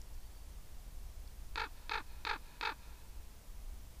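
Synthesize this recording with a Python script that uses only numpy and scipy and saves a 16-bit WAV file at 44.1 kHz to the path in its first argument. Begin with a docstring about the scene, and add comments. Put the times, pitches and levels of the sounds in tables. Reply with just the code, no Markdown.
"""A raven gives four short, harsh croaks in a grassy clearing. Each opens with a sharp snap of the
syrinx, the bird's voice box, then rattles in bursts about 50 times a second. Every burst is a few
pulses that sag in pitch. Throat and beak colour them, and the recorder's housing rings near 975 Hz.
The edge of the wood echoes faintly. Beneath lie a low wind rumble, a steady hiss, three tiny ticks
and a thin, far whistle."""
import sys
import numpy as np
from scipy import signal
from scipy.fft import rfft, irfft
from scipy.io import wavfile
from scipy.ndimage import uniform_filter1d

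SR = 44100
rng = np.random.default_rng(int(sys.argv[2]) if len(sys.argv) > 2 else 0)


def to_wav(s):
    """Save 16-bit WAV."""
    ch = np.atleast_2d(s).T  # columns
    pcm = np.round(np.clip(ch, -1, 1) * 32767)  # PCM
    wavfile.write(sys.argv[1], SR, pcm.astype(np.int16))


N = 176400  # 4 seconds

# One row per croak: (start [s], relative level [dB], extra delay of bursts 3 to 6 [s],
# level change of the last burst [dB], pitch shift [Hz])
CROAKS = [(1.558, -1, 0, -10, 11.5), (1.8953, -0.96, 0.0016, -4, -1), (2.2510, 0, 0.0024, -3, -3.5),
          (2.6115, 0, 0.0017, -1, 0.5)]
def raven(t, gain_db=-38.5, croak_samples=7200):
    """The raven croaks four times, each a little differently."""
    out = np.zeros(N)
    for start, db, lag, last_db, shift_hz in CROAKS:
        first = int((start - .01) * SR)  # begin just ahead of the snap
        span = slice(first, first + croak_samples)
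        out[span] += amp(gain_db + db) * croak(t[span] - start, lag, last_db, shift_hz)
    return out


# The six bursts of a croak: (delay [s], starting pitch [Hz], rise [s], hold [s], fade [dB/s],
# strength [dB], treble tilt [dB/octave])
BURSTS = [(0, 349.5, 0.0006, 0.0046, 500, -9.5, 4.5), (.0177, 465.4, 0.0016, 0.01, 1698, 4.5, 2.5),
          (.0373, 464.5, 0.0012, 0.013, 900, 2, 4), (.0573, 471.6, .001, 0.0082, 400, 5.5, 0.5),
          (.0773, 470, .001, .011, 448, 1.5, 1), (.1055, 313.5, 0.0006, 0.0057, 1500, -6.5, -0.5)]
def croak(t, lag, last_db, shift_hz, length_s=.122, snap_db=35):
    """The syrinx snaps shut, then rattles in a chain of bursts."""
    starts = [row[0] + lag * (k > 1) for k, row in enumerate(BURSTS)] + [length_s]
    out = amp(snap_db) * croak_colour(np.sinc(t * SR), tilt_db=6.5)
    for k, (_, hz, rise, hold, fade, db, tilt_db) in enumerate(BURSTS):
        if k == len(BURSTS) - 1:
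            db += last_db
        pulses = burst(t - starts[k], starts[k + 1] - starts[k], hz + shift_hz, rise, hold, fade, db)
        out += croak_colour(pulses, tilt_db)
    return -out


def burst(t, length, start_hz, rise, hold, fade, db, sag_hz_per_s=5300):
    """The syrinx starts to vibrate, holds, collapses and fades while its pitch sags."""
    noise = rng.standard_normal((2, len(t)))
    pitch_wobble, level_wobble = unit(uniform_filter1d(noise, int(.002 * SR)))  # 2 ms wobbles
    hz = np.clip(start_hz - sag_hz_per_s * t, start_hz / 2, start_hz) * (1 + .013 * pitch_wobble)
    cycles = np.cumsum(hz) / SR
    cycles -= np.interp(0, t, cycles)  # count from the start of the burst
    collapse_db = 10 * soft_step((t - hold) / .001)
    fade_db = fade * np.maximum(t - hold, 0)
    strength = soft_step(t / rise + .5) * amp(db + 1.1 * level_wobble - collapse_db - fade_db)
    ending = soft_step((length - t) / .0008 - 2)  # make way for the next burst
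    return ending * (syrinx_tone(cycles, strength) + rasp(cycles, hz, strength))


# Harmonics (multiples of the pitch) 1, 2, 3, 4, then all higher ones. The first and fourth linger:
# (relative level [dB], how steeply it follows the strength [exponent])
HARMONICS = [(-1, 0.28), (.5, 1.16), (-0.5, 0.93), (-2.5, 0.33), (-3, 0.73)]
def syrinx_tone(cycles, strength, count=26, smear_rad=.118):
    """Harmonics add up to pulses. A soft closure spreads each pulse, so the higher ones lag."""
    k = np.arange(1, count + 1)[:, None]
    level_db, steepness = np.array(HARMONICS).T[:, np.minimum(k, len(HARMONICS)) - 1]
    waves = np.cos(2 * np.pi * k * cycles - smear_rad * k ** 2)
    return np.sum(amp(level_db) * strength ** steepness * waves, axis=0)


# Tone colour of the rasp: (frequency [Hz], gain [dB])
RASP_COLOUR = [(600, -20), (1500, -9), (2100, 0), (6000, 0)]
def rasp(cycles, hz, strength, gain_db=7, fade_s=.001):
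    """Each pulse lets out a short puff of noise."""
    since_pulse = (cycles % 1) / hz
    puffs = unit(np.exp(-since_pulse / fade_s) * rng.standard_normal(len(cycles)))
    return amp(gain_db) * strength * colour(puffs, RASP_COLOUR)


# Tone colour of the croak, from throat, beak and the recorder's housing: (frequency [Hz], gain [dB])
CROAK_COLOUR = [(150, -19.5), (310, -7), (400, -12), (470, -4.5), (620, -11.5), (790, -6), (885, -2.5),
                (975, .5), (1100, -2.5), (1340, -2), (1700, -2), (2050, -10.5), (2520, -5.5), (2800, -20.5),
                (3050, -21), (3250, -16), (3650, -13), (4100, -13.5), (4600, -18.5), (5250, -28),
                (5500, -34), (6000, -33.5), (7200, -39.5), (11000, -65)]
def croak_colour(x, tilt_db):
    """Throat and beak colour each pulse; the recorder's housing adds a narrow ring near 975 Hz."""
    hz = np.fft.rfftfreq(len(x), 1 / SR)
    octaves = np.log2(np.clip(hz, 700, 5000) / 1200)
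    response = ringing(gains(CROAK_COLOUR, hz) * amp(tilt_db * octaves))
    return irfft(rfft(x) * response)


# Tone colour of the far echoes: (frequency [Hz], gain [dB])
ECHO_COLOUR = [(300, -0.5), (700, -7), (880, -5), (1010, 4), (1200, -11), (1650, -1), (2000, -9.5),
               (2600, 0), (3600, -2), (8000, 3)]
def clearing(x, echo_delay_s=.147):
    """Sound scatters off the ground, trails away over the field and comes back late from the trees."""
    t = np.arange(SR) / SR
    ground = reflections(np.exp(-t / .014) * np.minimum(t / .0011, 1))
    trees = reflections(np.clip((t - echo_delay_s) / .028, 0, 1) * np.exp(-t / .18))
    field = reflections(np.exp(-t / .23))
    near = amp(-11) * signal.fftconvolve(x, ground)[:N]
    far = signal.fftconvolve(x, amp(-20.5) * trees + amp(-27) * field)[:N]
    return x + near + colour(far, ECHO_COLOUR)


# Tone colour of the wind: (frequency [Hz], relative level [dB])
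WIND_COLOUR = [(10, -5.5), (26, -1), (42, -6.5), (52, -8), (62, -8.5), (80, -19), (110, -24), (160, -28),
               (250, -33), (450, -36.5), (900, -38), (1600, -47.5), (5000, -58.5)]
# Slow rise and fall of its rumble: (time [s], level change [dB])
BREEZE = [(0, 2.5), (1.4, 1.5), (2.1, -0.5), (2.7, -3), (3.3, -1.5), (3.6, 3.5), (4, -4)]
def wind(t, gain_db=-48.5, gust_db=1.14, rumble_hz=100):
    """The wind's deepest part swells and sinks in small gusts."""
    gusts = unit(colour(rng.standard_normal(N), [(1, 0), (4, 0), (10, -40), (30, -120)]))
    swell_db = np.interp(t, *np.array(BREEZE).T) + gust_db * gusts
    air = unit(colour(rng.standard_normal(N), WIND_COLOUR))
    rumble = signal.sosfiltfilt(signal.butter(2, rumble_hz, fs=SR, output="sos"), air)
    return amp(gain_db) * (air + rumble * (amp(swell_db) - 1))


# Tone colour of the hiss: (frequency [Hz], relative level [dB])
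HISS_COLOUR = [(100, 0), (1000, -0.34), (2000, 1), (4000, 0.015), (5500, 1), (8000, -0.53), (12000, -1.5),
               (16000, -1.9)]
def hiss(level_db=-64):
    """A soft, even hiss."""
    return amp(level_db) * unit(colour(rng.standard_normal(N), HISS_COLOUR))


# One row per tick: (time [s], frequency [Hz], half-width [Hz], half-length [s], level [dB])
TICKS = [(0.017, 6100, 1700, 0.0013, -51.5), (0.144, 6000, 2000, .004, -65),
         (1.277, 4600, 800, 0.002, -58.5)]
def ticks(t):
    """Tiny high ticks, perhaps small birds in the wood."""
    return sum(noise_blip(t, *tick) for tick in TICKS)


def whistle(t):
    """A far whistle: noise in so narrow a band that it sounds like a note."""
    return noise_blip(t, at_s=.26, hz=4570, half_width_hz=40, half_length_s=.22, db=-77.5)


def noise_blip(t, at_s, hz, half_width_hz, half_length_s, db):
    """Noise around one frequency swells and dies away."""
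    bell = np.exp(-((np.fft.rfftfreq(N, 1 / SR) - hz) / half_width_hz) ** 2)
    band = unit(irfft(rfft(rng.standard_normal(N)) * bell, N))
    return amp(db) * band * np.exp(-((t - at_s) / half_length_s) ** 2)


def amp(db):
    """Turn decibels into a multiplier."""
    return 10 ** (np.asarray(db) / 20)


def unit(x):
    """Scale to an average power of 1."""
    return x / np.sqrt(np.mean(x ** 2))


def soft_step(x):
    """Glide from 0 to 1 as x passes zero."""
    return (1 + np.tanh(x)) / 2


def gains(points, hz):
    """Read a multiplier for each frequency from a tone colour table."""
    f, db = np.array(points).T
    return amp(np.interp(np.log(np.maximum(hz, 1)), np.log(f), db))


def colour(x, points):
    """Give a sound the tone colour of a table."""
    return irfft(rfft(x) * gains(points, np.fft.rfftfreq(len(x), 1 / SR)), len(x))


def ringing(gain):
    """A filter with these gains that rings only after a pulse, never before."""
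    c = irfft(np.log(gain))
    c[1:len(c) // 2] *= 2
    c[len(c) // 2 + 1:] = 0
    return np.exp(rfft(c))


def reflections(shape):
    """Many random echoes that follow a loudness shape, with a total energy of 1."""
    echoes = rng.standard_normal(len(shape)) * shape
    return echoes / np.sqrt(np.sum(echoes ** 2))


def scene():
    """Mix the raven and the background into one channel."""
    t = np.arange(N) / SR
    return (clearing(raven(t)) + wind(t) + hiss() + ticks(t) + whistle(t))[None]


def record(dry, top_hz=15300):
    """Cut off the highest treble steeply."""
    return signal.sosfilt(signal.ellip(12, .1, 70, top_hz, fs=SR, output="sos"), dry)


dry = scene()
out = record(dry)
to_wav(out)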